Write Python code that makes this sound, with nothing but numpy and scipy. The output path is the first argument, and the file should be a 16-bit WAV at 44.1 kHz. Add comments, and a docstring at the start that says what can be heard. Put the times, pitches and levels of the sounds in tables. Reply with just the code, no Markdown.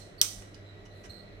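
"""The echo of an earlier snap fades in a hard-walled room, over high cricket-like chirps, mains hum with its
overtones, a low rumble, a thin fan-like whine and a low rush of air, all of which carry on behind. At 0.21 s a
rocker switch on a hand-held plastic wall plate snaps over, close to the microphone: the rocker hits its stop,
the plastic rings and the room answers. Then the handled plate bumps softly, and fingers scuff, tap and brush
it."""
import sys
import numpy as np
from scipy import signal
from scipy.fft import rfft, irfft
from scipy.io import wavfile
from scipy.ndimage import uniform_filter1d

SR = 44100
rng = np.random.default_rng(int(sys.argv[2]) if len(sys.argv) > 2 else 0)


def unload_audio(sound):
    """Save the sound as a 16-bit wav file, at the path given as the first command line argument."""
    columns = np.transpose(np.atleast_2d(sound))
    # keep every value between -1 and 1, then stretch to whole-number steps
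    steps = np.round(np.clip(columns, -1, 1) * 32767)
    wavfile.write(sys.argv[1], SR, steps.astype(np.int16))


N = 61740
LEAD_S = .3  # run-up for sounds that start before time zero
TOTAL = N + round(LEAD_S * SR)
TIME_S = np.arange(TOTAL) / SR - LEAD_S


def amp(db):
    """Decibels to gain."""
    return 10 ** (np.asarray(db) / 20)


def unit_rms(x):
    """Scales to rms 1."""
    return x / np.sqrt(np.mean(abs(x) ** 2) + 1e-20)


def lookup(points, hz, column=1):
    """Interpolates a table column over log frequency."""
    table = np.array(points, float)
    return np.interp(np.log(hz + 1), np.log(table[:, 0] + 1), table[:, column])


def pan(db):
    """Stereo gains: left up by db, right down by db."""
    return amp([[db], [-db]])


def decay(age_s, t60_s):
    """Exponential fall, 60 dB per t60_s."""
    return np.exp(-np.log(1000) * age_s / t60_s)


def swell(centre_s, sigma_s):
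    """Gaussian envelope on the scene's time axis."""
    return np.exp(-.5 * ((TIME_S - centre_s) / sigma_s) ** 2)


def add(mix, start_s, sound):
    """Adds a stereo sound to the mix."""
    part = mix[:, max(round((start_s + LEAD_S) * SR), 0):][:, :sound.shape[1]]
    part += sound[:, :part.shape[1]]


def coloured(x, spectrum):
    """Filters x by a spectrum (one gain column, or one per channel), to rms 1."""
    size = x.shape[-1]
    hz = np.fft.rfftfreq(size, 1 / SR)
    gain = amp([lookup(spectrum, hz, column) for column in range(1, len(spectrum[0]))])
    return unit_rms(irfft(rfft(x) * gain, size))


def resonance(centre_hz, width_hz, size=TOTAL):
    """A resonance driven by noise, at rms 1."""
    detune = (np.fft.rfftfreq(TOTAL, 1 / SR) - centre_hz) / (.8 * width_hz)
    spectrum = rfft(rng.standard_normal(TOTAL)) / (1 + detune ** 2)
    return unit_rms(irfft(spectrum, TOTAL)[:size])


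# room decay: freq_hz, t60_s
ROOM_DECAY = [(300, 0.73), (1300, 0.3), (2400, 0.37), (3600, .52), (6000, 0.45), (8500, 0.5), (11000, .42),
              (15000, 0.348)]


def room(x, predelay_s=.003, early_db=6.5, early_s=.025):
    """Dense wall reflections, strongest early on, each band dying at its own rate."""
    t = np.arange(int(.8 * SR)) / SR
    reflections = rng.standard_normal((2, len(t))) * amp(early_db * np.exp(-t / early_s))
    hz, age_s, bands = signal.stft(reflections, SR, nperseg=256)
    t60_s = lookup(ROOM_DECAY, hz)[:, None]
    energy_norm = np.sqrt(2 * np.log(1000) / (t60_s * SR))
    bands = bands * decay(age_s, t60_s) * energy_norm
    tail = signal.istft(bands, SR, nperseg=256)[1][:, :len(t)] * (t > predelay_s)
    return signal.fftconvolve(x.mean(0)[None], tail, axes=1)[:, :TOTAL]


# hit on the stop, then rebound: delay_s, gain_db
CONTACTS = [(0, 1), (.0015, -11)]
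# modes of rocker and plate: freq_hz, left_db, right_db, t60_s
PLATE_MODES = [(1373, -33.5, -38, 0.0197), (3151, -14, -24.5, 0.02), (3723, -8, -44, 0.0068),
               (4310, -13, -30, .009), (5420, -17, -4.5, 0.0072), (5856, -4.5, -10.5, 0.0087),
               (6200, -17.5, -17, 0.012), (7700, -36, -25, .008), (8242, -23, -8, 0.0083),
               (11505, -16, -30, .01), (11780, -23, -22, 0.0084), (12600, -19, -25.5, 0.0083),
               (14350, -18, -27.5, 0.03), (15340, -24.5, -31.5, 0.0075)]
# contact crack spectrum: freq_hz, left_db, right_db
CRACK_SPECTRUM = [(100.2, -11.5, -26.5), (700, -11.5, -14), (1401.4, -11, -15), (2410, -13, -16),
                  (3130, 3, -14.5), (3700, -5, -17), (4500, -4.5, -0.5), (5900, -4, 1.5), (9200, -2, -3),
                  (10500, -4, -10), (12500, -0.5, -12), (16000, -5, -15)]


def snap(rise_s=.0003, right_lag_s=.00017, crack_db=-11, recoil_db=-31, recoil_hz=130):
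    """The rocker hits its stop and rebounds: short plastic modes, a gritty crack, a low recoil."""
    t = np.arange(2048) / SR
    out = np.zeros((2, len(t)))
    for delay_s, gain_db in CONTACTS:
        age_s = np.maximum(t - delay_s - np.array([[0], [right_lag_s]]), 0)
        attack = 1 - np.exp(-age_s / rise_s)
        for k, (hz, left_db, right_db, t60_s) in enumerate(PLATE_MODES):
            ring = (-1) ** k * np.sin(2 * np.pi * hz * age_s) * decay(age_s, t60_s)
            out += amp(gain_db) * amp([[left_db], [right_db]]) * ring * attack
    crack = coloured(rng.standard_normal(out.shape), CRACK_SPECTRUM)
    out += amp(crack_db) * crack * decay(t, t60_s=.013) * (1 - np.exp(-t / rise_s))
    out[0] += amp(recoil_db) * np.sin(2 * np.pi * recoil_hz * t) * decay(t, t60_s=.02)  # left only
    return out


# rocker snaps: start_s, gain_db
SNAPS = [(-.21, 3.5), (0.2143, 1)]
# reflections off table and hands: delay_s, left_db, right_db
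NEAR_REFLECTIONS = [(.005, -29, -19), (.0098, -28, -21.5), (.0132, -25, -23), (.0174, -24.5, -22.5)]
# plate radiation as the room returns it: freq_hz, left_db, right_db
ECHO_SPECTRUM = [(300, -14.5, -14.5), (885, -11.5, -12.5), (1340, -1.5, 0.5), (1750, -10, -9.5),
                 (2333, -2, 0), (2800, -4, -4), (3060, 3.5, 5), (3392, 2, 3.5), (4600, -1, 4.5),
                 (5960, 4.5, 14), (6900, -4, 5.5), (8570, -6, 8), (10800, -13.5, 0), (13500, -9, -0.5),
                 (15500, -7.5, -6)]


def switch():
    """Each snap arrives directly, off nearby surfaces and as a diffuse room echo."""
    close, impulses = np.zeros((2, 2, TOTAL))
    for start_s, gain_db in SNAPS:
        click = amp(gain_db) * snap()
        add(close, start_s, click)
        for delay_s, left_db, right_db in NEAR_REFLECTIONS:
            add(close, start_s + delay_s, amp([[left_db], [right_db]]) * click)
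        add(impulses, start_s, amp(gain_db) * np.ones((2, 1)))
    hz = np.fft.rfftfreq(TOTAL, 1 / SR)
    echo_gain = amp([lookup(ECHO_SPECTRUM, hz, column) for column in (1, 2)])
    return close + irfft(rfft(room(impulses)) * echo_gain, TOTAL)


# chirps: start_s, length_s, pitch_hz, level_db
CHIRPS = [(-.03, 0.063, 4160, -59), (.178, .025, 4420, -53), (0.648, 0.085, 3920, -64.5),
          (.9, 0.105, 4090, -66.5), (1.093, 0.017, 4185, -50), (1.125, 0.081, 4157, -57.5),
          (1.302, .05, 4090, -69)]
# chirp partials: pitch_ratio, width_hz, gain_db
CHIRP_PARTIALS = [(1, 170, -3), (1.98, 370, -17), (2.98, 500, -15.5), (3.5, 400, -29)]


def chirps(edge_s=.004, tilt_db_per_db=.45, zero_tilt_db=-43, room_db=3, pan_db=-5.5):
    """Shrill, rough chirps of narrow noise bands, brighter when louder, hanging in the room."""
    out = np.zeros((2, TOTAL))
    for start_s, length_s, pitch_hz, level_db in CHIRPS:
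        t = np.arange(0, length_s, 1 / SR)
        gate = np.clip(np.minimum(t, length_s - t) / edge_s, 0, 1)
        tilt_db = tilt_db_per_db * (level_db - zero_tilt_db)
        tone = sum(amp(gain_db + tilt_db * (ratio - .5)) * resonance(pitch_hz * ratio, width_hz, len(t))
                   for ratio, width_hz, gain_db in CHIRP_PARTIALS)
        add(out, start_s, amp(level_db) * gate * tone * pan(pan_db))
    return out + amp(room_db) * pan(pan_db) * room(out)


# mains hum envelope: time_s, relative_db
MAINS_ENVELOPE = [(0.0, -48.5), (0.084, -58.5), (0.412, -51.5), (0.79, -50), (0.834, -59), (0.962, -50),
                  (1.044, -56.5), (1.114, -52.5), (1.146, -59.5), (1.4, -50)]


def mains_hum(pitch_hz=100.1, waver=.33, gain_db=-1.5, pan_db=-1.44):
    """A low, wavering mains tone that swells and dips."""
    tone = np.sqrt(2) * np.sin(2 * np.pi * pitch_hz * TIME_S) + waver * resonance(pitch_hz, width_hz=12)
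    level_db = np.interp(TIME_S, *np.transpose(MAINS_ENVELOPE)) + gain_db
    return amp(level_db) * tone * pan(pan_db)


# rumble, hum overtone and whine lines: freq_hz, width_hz, level_db, pan_db
HUM_LINES = [(39, 5, -62, -5), (198.56, 3, -64.5, 1), (301.8, 4, -68.5, -0.5), (410.8, 23, -66, 1.5),
             (601, 24, -67, 5), (1943.3, 31, -68.5, 4), (3980, 200, -71.5, -1.5)]


def hum_lines():
    """Narrow noise bands waver as a low rumble, the overtones of the hum and a thin fan-like whine."""
    return sum(amp(level_db) * pan(pan_db) * resonance(hz, width_hz)
               for hz, width_hz, level_db, pan_db in HUM_LINES)


# air spectrum: freq_hz, relative_db
AIR_SPECTRUM = [(20, -20.5), (55, -8.5), (80, -12.5), (135, -9), (230, -12), (420, -10.5), (520, -14.5),
                (680, -13), (880, -24.5), (1600, -21.5), (2200, -22.5), (2700, -28.5), (3600, -29.5),
                (4800, -36.5), (6000, -39.5), (9000, -50), (16000, -59)]
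# left-right likeness of the air: freq_hz, correlation
AIR_CORRELATION = [(60, 1), (180, 0.9), (550, 0.43), (1650, -0.32), (4970, -0.31), (15000, 1)]


def air(level_db=-53, patch_db=1, pan_db=-.78):
    """Low rush of moving air, slightly patchy, nearly mono in the bass."""
    hz = np.fft.rfftfreq(2048, 1 / SR)
    left_re, left_im, other_re, other_im, patches = rng.standard_normal((TOTAL // 512 + 5, len(hz), 5)).T
    patches = uniform_filter1d(patches, size=20, axis=0)  # across frequency
    patches = unit_rms(uniform_filter1d(patches, size=8, axis=1))  # across time
    correlation = lookup(AIR_CORRELATION, hz)[:, None]
    left = left_re + 1j * left_im
    right = correlation * left + np.sqrt(1 - correlation ** 2) * (other_re + 1j * other_im)
    bands = np.array([left, right]) * amp(lookup(AIR_SPECTRUM, hz)[:, None] + patch_db * patches)
    rush = signal.istft(bands, nperseg=2048, noverlap=1536)[1][:, :TOTAL]
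    return amp(level_db) * pan(pan_db) * unit_rms(rush)


# handling bumps: centre_s, pitch_hz, level_db
BUMPS = [(.39, 39.3, -44.5), (1.097, 70, -46), (1.349, 58, -53.5)]


def bumps(width_cycles=.8):
    """Handling the plate gives brief, soft pushes of low sound."""
    out = np.zeros(TOTAL)
    for centre_s, pitch_hz, level_db in BUMPS:
        cycles = pitch_hz * (TIME_S - centre_s)
        out += amp(level_db) * np.sin(2 * np.pi * cycles) * np.exp(-(cycles / width_cycles) ** 2)
    return out


# finger scuffs: centre_s, sigma_s, rub_db, squeak_db
SCUFFS = [(0.424, 0.0017, -52.5, -54.5), (0.549, 0.008, -66.5, -68), (.861, 0.0061, -62, -61.5),
          (1.048, 0.0068, -56.5, -63.5), (1.062, .005, -54.5, -73)]
# rub spectrum: freq_hz, relative_db
RUB_SPECTRUM = [(400, 0), (1300, 6.5), (2200, 1.5), (3000, 4), (3900, -6), (4700, -3.5), (5200, -0.5),
                (5900, 0), (7500, -4), (9800, -10.5), (11500, -16), (15000, -29.5)]
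# squeak resonances: freq_hz, width_hz, gain_db
SQUEAK_MODES = [(2954, 110, -2.5), (5880, 150, -1), (7000, 240, -17)]


def scuffs(slips_per_s=5000):
    """Brief swells of tiny finger slips rub the plastic and make it squeak."""
    slips = rng.standard_normal((2, TOTAL)) * (rng.random(TOTAL) < slips_per_s / SR)
    rub = coloured(slips, RUB_SPECTRUM)
    squeak = sum(amp(gain_db) * resonance(hz, width_hz) for hz, width_hz, gain_db in SQUEAK_MODES)
    return sum((amp(rub_db) * rub + amp(squeak_db) * squeak) * swell(centre_s, sigma_s)
               for centre_s, sigma_s, rub_db, squeak_db in SCUFFS)


# tap spectrum: freq_hz, relative_db
TAP_SPECTRUM = [(1500, -24), (2900, -11), (3800, -1), (5000, 3.5), (6200, -7), (7200, -6), (8300, -15),
                (9600, -7.5), (11500, -33)]


def tap(level_db=-47.5, rise_s=.0008):
    """A fingertip strikes the plate lightly: a short noise burst."""
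    t = np.arange(2048) / SR
    envelope = (1 - np.exp(-t / rise_s)) * decay(t, t60_s=.027)
    return amp(level_db) * envelope * coloured(rng.standard_normal((2, len(t))), TAP_SPECTRUM)


def brush(level_db=-79.5):
    """A fingertip brushes across the plate: a faint, high hiss."""
    return amp(level_db) * resonance(centre_hz=9800, width_hz=4000) * swell(centre_s=.99, sigma_s=.045)


def fingers(pan_db=-6, room_db=-1.5):
    """Scuffs, tap and brush, to the right, with their room echo."""
    touches = scuffs()
    add(touches, start_s=.5445, sound=tap())
    touches += brush()
    return touches * pan(pan_db) + amp(room_db) * room(touches)


def scene():
    """Switch and handling in front; chirps, hum with its overtones, rumble, whine and air behind."""
    front = switch() + fingers() + bumps()
    behind = chirps() + mains_hum() + hum_lines() + air()
    return (front + behind)[:, -N:]


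def record(dry):
    """Clip at full scale, then low-pass at 15.9 kHz."""
    lowpass = signal.firwin(255, 15900, window=("kaiser", 9), fs=SR)
    return signal.oaconvolve(np.clip(dry, -1, 1), lowpass[None], "same")


dry = scene()
out = record(dry)
unload_audio(out)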